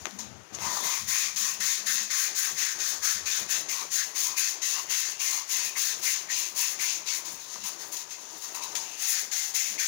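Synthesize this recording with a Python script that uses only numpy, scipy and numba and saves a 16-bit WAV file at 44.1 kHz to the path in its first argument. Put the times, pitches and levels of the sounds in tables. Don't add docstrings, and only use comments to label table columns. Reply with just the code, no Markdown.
import sys
import numpy as np
from scipy import signal
from scipy.fft import rfft, irfft, next_fast_len
from scipy.io import wavfile
from numba import njit

SR = 44100
rng = np.random.default_rng(int(sys.argv[2]) if len(sys.argv) > 2 else 0)


def to_wav(sig):
    pcm = np.clip(np.atleast_2d(sig), -1, 1) * 32767
    pcm = np.round(pcm).astype(np.int16)
    wavfile.write(sys.argv[1], SR, pcm.T)


N = 435266
TIME = np.arange(N) / SR

# frequency in Hz, gain in dB.
GARAGE_SPECTRUM = [(25, -14), (100, -10), (400, -6.5), (1500, -1), (4000, -8.5), (16000, -14)]
DENIM_SPECTRUM = [(30, -30), (60, -24), (110, -8), (200, 0), (340, 10), (520, 7.5), (800, 9), (1500, 1.5),
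                  (3000, -6), (7000, -29), (16000, -24)]
GRIT_SPECTRUM = [(60, -47), (300, -22), (600, -22.5), (1200, -10.5), (1800, -7), (2600, -10.5), (3100, -2),
                 (4000, 0.5), (5200, 2), (6800, 2), (9000, -3), (16000, -15.5)]
SHARP_GRIT_SPECTRUM = [(2000, -37), (5000, -35), (7000, -4.5), (9000, 0.5), (16000, 4.5)]
MICROPHONE_RESPONSE = [(20, -3), (4000, 1), (5400, 3.5), (6000, 8), (6500, 11.5), (7000, 6.5), (7700, -3),
                       (8500, -8), (10100, -1), (11500, -7), (13300, -14), (14200, -18), (14800, 2.5),
                       (16000, -16)]

# frequency in Hz, width in Hz, gain in dB.
STAND_MODES = [(87, 12, 4.5), (125, 5.3, 1.5), (155, 26, -12.5), (205, 24, 5)]
# start and length in seconds, centre in Hz, level in dB.
STAND_SHOVES = [(0, 0.047, 90, -54), (0.094, 0.24, 213, -52), (0.247, 0.19, 123, -53),
                (0.504, 0.27, 129, -53), (0.822, 0.055, 140, -56), (0.995, 0.16, 128, -53.5),
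                (1.196, 0.6, 152, -62), (1.78, 0.35, 210, -61), (2.486, 0.089, 129, -60.5),
                (2.79, 0.38, 78, -70), (3.132, 0.16, 80.5, -59), (3.15, 0.049, 169, -62),
                (3.38, 0.1, 165, -59), (3.646, 1.7, 78, -78), (5.634, 0.048, 140, -62),
                (7.548, .12, 167, -59), (9.22, 0.06, 151, -73), (9.697, 0.063, 150, -61)]
# time in seconds, relative level in dB.
SLEEVE_LEVEL = [(0, -61.5), (.08, -53), (.13, -59.5), (.49, -67), (.55, -56), (.85, -53), (1, -67),
                (3, -60), (5.2, -63), (7, -60.5), (7.6, -62), (8.9, -60.5), (9.4, -65), (9.87, -68)]
# middle in seconds, relative level in dB.
SLEEVE_SWISHES = [(1.58, -65), (1.84, -63), (2.02, -63), (2.32, -65), (2.52, -63), (2.95, -58.5),
                  (3.21, -67), (3.41, -60.5), (3.62, -71), (3.84, -57.5), (4.1, -63.5), (4.31, -62),
                  (4.57, -59.5), (4.79, -65), (5.1, -63), (5.77, -63), (5.95, -68), (6.24, -62), (6.8, -63),
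                  (6.97, -63), (7.58, -63), (8.77, -62.5), (9.25, -61), (9.76, -61.5)]
RUSTLE_LULLS = [1.74, 2.16, 2.39, 2.69, 3.13, 4.01, 4.46, 5.0, 6.12, 6.64, 9.11, 9.17, 9.39, 9.62]

# start in seconds, peak in dB, centre and width in Hz, decay in seconds.
SNAPS_AND_TAPS = [(.056, -17.5, 2010, 2940, 0.00034), (0.068, -30, 900, 1500, .003),
                  (.068, -34, 330, 110, 0.0029), (.1098, -30, 5000, 5000, 0.00033),
                  (0.19, -37, 6000, 7000, 0.0056), (0.548, -31, 6000, 3960, 0.007),
                  (0.587, -28.5, 1300, 2500, .001), (0.772, -21.5, 1040, 300, 0.0012),
                  (0.773, -26, 5500, 5000, .0004), (1.362, -30, 6000, 3000, .0006),
                  (2.794, -30, 6000, 6000, .001), (7.502, -35, 6000, 5000, .0005),
                  (7.558, -35, 980, 300, 0.0097), (7.665, -31, 9000, 8000, .006),
                  (7.733, -29, 4930, 5000, 0.00068), (7.968, -28.5, 5900, 4000, 0.0073),
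                  (8.719, -36, 6000, 5000, .006), (8.753, -24, 4500, 6000, 0.015)]
# time in seconds, level in dB.
CONTACT_LEVEL = [(0, -51), (.13, -54.5), (.33, -74), (.5, -72), (.6, -49), (7.2, -58), (7.43, -49),
                 (7.52, -44.5), (7.6, -47), (7.9, -57), (8.07, -53), (8.3, -47.5), (8.7, -47), (8.9, -50.5),
                 (9.1, -42.5), (9.87, -73)]
# time in seconds, pitch in Hz.
RIM_NOTE = [(0, 960), (.7, 1000), (1.4, 1100), (3.8, 1068), (7.1, 1020), (7.6, 1005), (8.65, 980),
            (8.88, 880), (9.15, 806), (9.87, 834)]
# time in seconds, share in dB.
RIM_FRICTION_SHARE = [(0, -11.5), (1, -22), (3.6, -32), (5.2, -23), (6.1, -23.5), (7.1, -21.5), (7.3, -14),
                      (8, -18), (8.5, -12), (9, -22), (9.87, -52)]
# start and length in seconds, level in dB.
DRAGS = [(0.598, 0.15, -38.5), (0.748, 0.061, -37.5), (0.8, 0.21, -42.5), (1.12, .12, -52),
         (1.266, 0.055, -47.5), (1.403, 0.14, -49.5), (2.13, 0.074, -51), (2.462, 0.056, -46),
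         (2.916, 0.077, -52.5), (3.726, 0.13, -44.5), (4.23, 0.14, -47), (4.742, 0.078, -43.5),
         (5.297, 0.14, -45.5), (5.756, 0.033, -47), (6.15, .06, -50), (8.54, 0.15, -47), (8.74, 0.17, -51)]
# start and length in seconds, pitch in Hz, level in dB.
SPONGE_CHATTERS = [(1.11, 0.11, 2230, -42.5), (3.953, 0.1, 1800, -40.5), (4.874, 0.099, 1970, -48),
                   (5.753, 0.032, 2000, -39), (5.814, 0.11, 4550, -45), (6.056, 0.053, 2190, -37.5),
                   (6.282, 0.049, 1950, -40.5), (6.787, 0.028, 2170, -38), (8.1, 0.53, 2780, -65),
                   (8.826, 0.21, 2730, -51), (9.12, 0.11, 1800, -46), (9.778, 0.031, 2300, -39)]

# frequency in Hz, width in Hz, gain in dB.
AIR_MODES = [(1710, 330, -0.5), (1907, 100, 2.5), (2210, 120, -4), (2600, 220, 6), (3820, 320, 0.5),
             (4550, 550, -1.5)]
# time in seconds, gain in dB.
AIR_MODE_GAIN = [(0, -4), (1.2, -0.5), (3.4, 0), (4.6, -1.5), (6.6, 0), (7.1, -3), (8.5, 0), (9.1, -5),
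                 (9.87, -1.5)]
# time in seconds, gain in dB.
GRIT_TREBLE = [(0, -.5), (1.5, 1), (3.2, .5), (4.2, 1.5), (5.2, 1), (6.5, 1.8), (7.7, 1.5), (9.2, 3.5),
               (9.87, 1.5)]
# start, bite and push in seconds, level in dB, sag over the push in dB.
REGRIP_BRUSHES = [(.185, 0.0062, .015, -37.5, 2), (0.526, .029, 0.064, -36.5, 19),
                  (7.242, 0.021, 0.11, -35, 12), (7.633, .007, 0.045, -39, -2.5),
                  (7.78, 0.057, .05, -32.5, 9), (7.913, 0.016, 0.096, -39.5, 2.5),
                  (8.091, 0.026, 0.036, -38, 3.5), (8.4, .035, 0.047, -43.5, -4),
                  (8.541, 0.011, .07, -37, 12), (8.613, 0.028, 0.064, -28, 21),
                  (8.749, .0033, 0.2, -35.5, 14.5)]
# start, bite and push in seconds, level in dB,
# sag over the push in dB, hollow note in Hz, its share at mid-push in dB.
SANDING_STROKES = [(0.579, 0.076, 0.25, -36, 0.7, 1890, -10), (0.819, 0.038, 0.18, -32.5, 0.8, 1940, -8.5),
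                   (1.063, 0.032, 0.2, -33, -2.8, 1880, -7.5), (1.358, 0.0045, 0.15, -32.5, -1, 1790, -24),
                   (1.598, 0.01, 0.16, -31.5, -1.2, 1990, -9.5),
                   (1.853, 0.018, 0.18, -31.5, 0.6, 1870, -11.5), (2.093, 0.02, 0.181, -32, -1.5, 1830, -7),
                   (2.34, 0.026, 0.16, -32, 0.3, 1940, -16), (2.55, 0.064, 0.18, -27, 8, 1910, -6.5),
                   (2.778, 0.028, 0.16, -33, -1, 1690, -13), (3.013, 0.047, 0.15, -27.5, 4.5, 1770, -6),
                   (3.251, 0.014, 0.14, -33.5, -3.5, 1750, -11),
                   (3.478, 0.039, 0.097, -30.5, -1, 1730, -10), (3.681, 0.013, 0.15, -33, 4.5, 2290, -7),
                   (3.9, 0.041, 0.13, -30, 1.5, 1930, -20), (4.141, 0.023, 0.14, -33.5, -3, 2190, -14),
                   (4.36, 0.022, 0.15, -29, 3.5, 2140, -14), (4.613, 0.011, 0.18, -31.5, 2, 2460, -26),
                   (4.885, 0.041, 0.23, -28.5, 7.5, 2090, -11.5),
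                   (5.188, 0.019, 0.19, -32.5, -0.5, 2340, -11),
                   (5.472, 0.055, 0.2, -30.5, 2.5, 2080, -12.5), (5.749, 0.039, 0.19, -32, 1.2, 2400, -13),
                   (6.009, 0.052, 0.17, -29, 4, 2220, -12.5), (6.285, 0.035, 0.17, -32.5, 0.1, 2440, -11),
                   (6.547, 0.057, 0.18, -28, 7, 2300, -13.5), (6.782, 0.024, 0.16, -34.5, -4, 2620, -9),
                   (7.047, 0.04, 0.11, -34.0, -2.5, 2040, -9),
                   (8.956, 0.095, 0.25, -34.5, -3.5, 1870, -12.5),
                   (9.309, 0.013, 0.16, -33, 0.5, 2040, -11.5), (9.536, 0.023, 0.22, -29, 9.8, 2070, -10),
                   (9.78, 0.021, 0.25, -30.1, 8.0, 2300, -16)]


def undb(db):
    return 10 ** (np.asarray(db) / 20)


def unit(x):
    return x / np.sqrt(np.mean(x ** 2))


def curve(rows):
    seconds, values = np.transpose(rows)
    return np.interp(TIME, seconds, values)


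def swell(start, length):
    return np.sin(np.pi * np.clip((TIME - start) / length, 0, 1)) ** .5


def bell(middle, half_width_s):
    return np.exp(-np.minimum(((TIME - middle) / half_width_s) ** 2, 20))


def wander(per_s):
    knots = rng.standard_normal(N // 10)
    return unit(np.interp(TIME * per_s, np.arange(len(knots)), knots))


def grains(per_s, spread_db):
    hit = rng.random(N) < per_s / SR
    size = undb(spread_db * np.minimum(rng.exponential(size=N), 4))
    return unit(hit * size * np.sign(rng.standard_normal(N)))


def colour(x, points):
    size = next_fast_len(len(x) + SR // 10, True)
    size += size % 2
    hz, db = np.transpose(points)
    bin_hz = np.arange(size // 2 + 1) * SR / size
    gain = undb(np.interp(np.log(bin_hz + 1), np.log(hz), db))
    cepstrum = irfft(np.log(gain))
    cepstrum[1:size // 2] *= 2
    cepstrum[size // 2 + 1:] = 0
    return irfft(rfft(x, size) * np.exp(rfft(cepstrum)))[:len(x)]


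@njit
def state_variable(x, tuning, damping):
    y, band_state, low_state = np.empty(len(x)), 0., 0.
    for i in range(len(x)):
        g = tuning[i]
        band = (band_state + g * (x[i] + 1e-18 - low_state)) / (1 + g * (g + damping[i]))
        band_state = 2 * band - band_state
        low_state += 2 * g * band
        y[i] = damping[i] * band
    return y


def resonate(x, hz, *widths_hz):
    hz = hz * np.ones(len(x))
    for width in widths_hz:
        x = state_variable(x, np.tan(np.pi * hz / SR), width / hz)
    return x


def rub(start, bite, push, db, sag_db, fade_db_per_s, rounding_s):
    span = slice(int(start * SR), int(start * SR) + SR // 2)
    age = TIME[span] - start
    progress = np.minimum(age / push, 1)
    grip = .5 + .5 * np.tanh(2.9 * (age / bite - .45))
    slowing_s = rounding_s * np.logaddexp(0, (age - push) / rounding_s)
    return span, progress, grip * undb(db - sag_db * progress - fade_db_per_s * slowing_s)


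def arm_motion():
    stroke_ending = dict(fade_db_per_s=230, rounding_s=0.021)
    brush_ending = dict(fade_db_per_s=204, rounding_s=0.004)
    brush_hz, brush_share_db, hollow_sag_db = 2110, -15.5, 4
    rubs = [(*row, stroke_ending) for row in SANDING_STROKES]
    rubs += [(*row, brush_hz, brush_share_db, brush_ending) for row in REGRIP_BRUSHES]
    friction_power, hollow_power, pitch = np.zeros(N), np.zeros(N), []
    for start, bite, push, db, sag_db, hz, share_db, ending in rubs:
        span, progress, force = rub(start, bite, push, db, sag_db, **ending)
        share = undb(share_db - hollow_sag_db * (progress - .5))
        friction_power[span] += force ** 2
        hollow_power[span] += (force * share) ** 2
        pitch += [(start + bite, hz), (start + push, hz)]
    return np.sqrt(friction_power), np.sqrt(hollow_power), curve(sorted(pitch))


def room_tone():
    return unit(colour(rng.standard_normal(N), GARAGE_SPECTRUM)) * undb(-57.5)


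def garage_echoes(x, t60_s, early_db, tail_db):
    age = TIME[:SR // 2]
    early = np.zeros(len(age))
    lags = rng.integers(SR // 500, SR // 60, size=12)
    early[lags] = rng.choice([-1, 1], size=12) / np.sqrt(lags)
    build_up = np.minimum(age / 0.017, 1)
    tail = rng.standard_normal(len(age)) * undb(-60 * age / t60_s) * build_up
    echoes = undb(early_db) * early / np.linalg.norm(early) + undb(tail_db) * tail / np.linalg.norm(tail)
    echoes = colour(echoes, [(300, -9.5), (2000, 2.0), (6000, 0), (14000, -11.5)])
    return signal.fftconvolve(x, echoes)[:N]


def stand_thrum():
    judder = grains(per_s=830, spread_db=6)
    ring = sum(undb(db) * resonate(judder, hz, width) for hz, width, db in STAND_MODES)
    out = np.zeros(N)
    for start, length, hz, db in STAND_SHOVES:
        thrum = swell(start, length) * resonate(ring, hz, 0.3 * hz)
        out += undb(db) * unit(thrum) * np.sqrt(length * SR / N)
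    return out


def sleeves(friction):
    rustle = unit(colour(grains(per_s=2500, spread_db=3), DENIM_SPECTRUM))
    flaps = unit(resonate(resonate(rng.standard_normal(N), 153, 127), 140, 210))
    flaps *= undb(-15 + 2.8 * wander(11))
    pushing = friction / (friction + undb(-15.5))
    lulls = sum(bell(middle, half_width_s=0.033) for middle in RUSTLE_LULLS)
    quieting_db = 12 * pushing + 15 * lulls
    steady = undb(curve(SLEEVE_LEVEL) + 5.5 - quieting_db + 2.2 * wander(14))
    swishes = sum(undb(db + 8) * bell(middle, half_width_s=0.036) for middle, db in SLEEVE_SWISHES)
    return (rustle + flaps) * np.hypot(steady, swishes)


def crinkles(friction):
    bending = np.hypot(undb(curve(CONTACT_LEVEL) - 5), friction * undb(-23))
    return bending * resonate(grains(per_s=160, spread_db=-2), 12700, 14000)


def taps():
    out = np.zeros(N)
    age = TIME[:SR // 10]
    for start, db, hz, width, decay in SNAPS_AND_TAPS:
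        force = 3.6 * rng.standard_normal(len(age)) * np.exp(-age / decay)
        force[0] = 2
        tap = resonate(force, hz, width)
        first = int(start * SR)
        out[first:first + len(age)] += undb(db) * tap / np.abs(tap).max()
    return out


def rim_judder(friction):
    hz = curve(RIM_NOTE) * (1 + 0.008 * wander(10))
    ring = unit(resonate(grains(per_s=1200, spread_db=1), hz, 117, 1050))
    first_stroke_s = SANDING_STROKES[0][0]
    light_touch = undb(-62) * (TIME > first_stroke_s)
    rubbing = np.hypot(light_touch, undb(curve(RIM_FRICTION_SHARE)) * friction) * undb(2 * wander(20))
    drags = sum(undb(db) * swell(start, length) for start, length, db in DRAGS)
    return ring * np.hypot(rubbing, drags)


def chatters():
    slips = grains(per_s=3000, spread_db=-2)
    return sum(undb(db) * swell(start, length) * unit(resonate(slips, hz, 400, 1050))
               for start, length, hz, db in SPONGE_CHATTERS)


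def tube_air(rubbing, hollow_hz):
    rest_hz = 2010
    shift = (hollow_hz / rest_hz) ** 0.21 * (1 + 0.025 * wander(7))
    air = np.zeros(N)
    for hz, width, db in AIR_MODES:
        ring = resonate(rubbing * rng.standard_normal(N), hz * shift, width, 1600)
        air += undb(db + 4.3 * wander(11)) * ring
    return air * undb(curve(AIR_MODE_GAIN))


def hollow_note(hollow_hz):
    hz = hollow_hz * (1 + 0.056 * wander(12))
    return unit(resonate(grains(per_s=8000, spread_db=3.5), hz, 520, 1300))


def grit_hiss(friction, rubbing, contact):
    scratch = rubbing * grains(per_s=15000, spread_db=2.5)
    scratch += contact * grains(per_s=3500, spread_db=-5)
    speed = friction / (friction + undb(-29))
    bright_db = curve(GRIT_TREBLE) + 8 * (speed - .55) + 0.88 * wander(70) + 2.3 * wander(18)
    sharp = np.hypot(rubbing, contact) * undb(bright_db) * grains(per_s=7000, spread_db=1)
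    return colour(scratch, GRIT_SPECTRUM) + colour(sharp, SHARP_GRIT_SPECTRUM)


def sanding(friction, hollow_drive, hollow_hz):
    catching = unit(undb(0.61 * wander(260) + 0.16 * wander(55)))
    rubbing = friction * catching
    contact = undb(curve(CONTACT_LEVEL) + 2.1 * wander(35))
    hiss = grit_hiss(friction, rubbing, contact)
    note = hollow_drive * catching * hollow_note(hollow_hz)
    air = tube_air(np.hypot(rubbing, contact), hollow_hz)
    return undb(-0.5) * hiss + undb(-3) * (air + note)


def scene():
    background = room_tone()
    friction, hollow_drive, hollow_hz = arm_motion()
    sponge = sanding(friction, hollow_drive, hollow_hz) + chatters() + rim_judder(friction)
    work = sponge + crinkles(friction) + sleeves(friction) + stand_thrum() + taps()
    echoes = garage_echoes(work, t60_s=0.76, early_db=-9.5, tail_db=-12)
    return (work + echoes + background)[None]


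def record(dry):
    top_hz = 15950
    low_pass = signal.ellip(12, .2, 80, top_hz, fs=SR, output="sos")
    left = undb(6) * colour(dry[0], MICROPHONE_RESPONSE)
    return np.array([signal.sosfilt(low_pass, left), np.zeros(N)])


dry = scene()
out = record(dry)
to_wav(out)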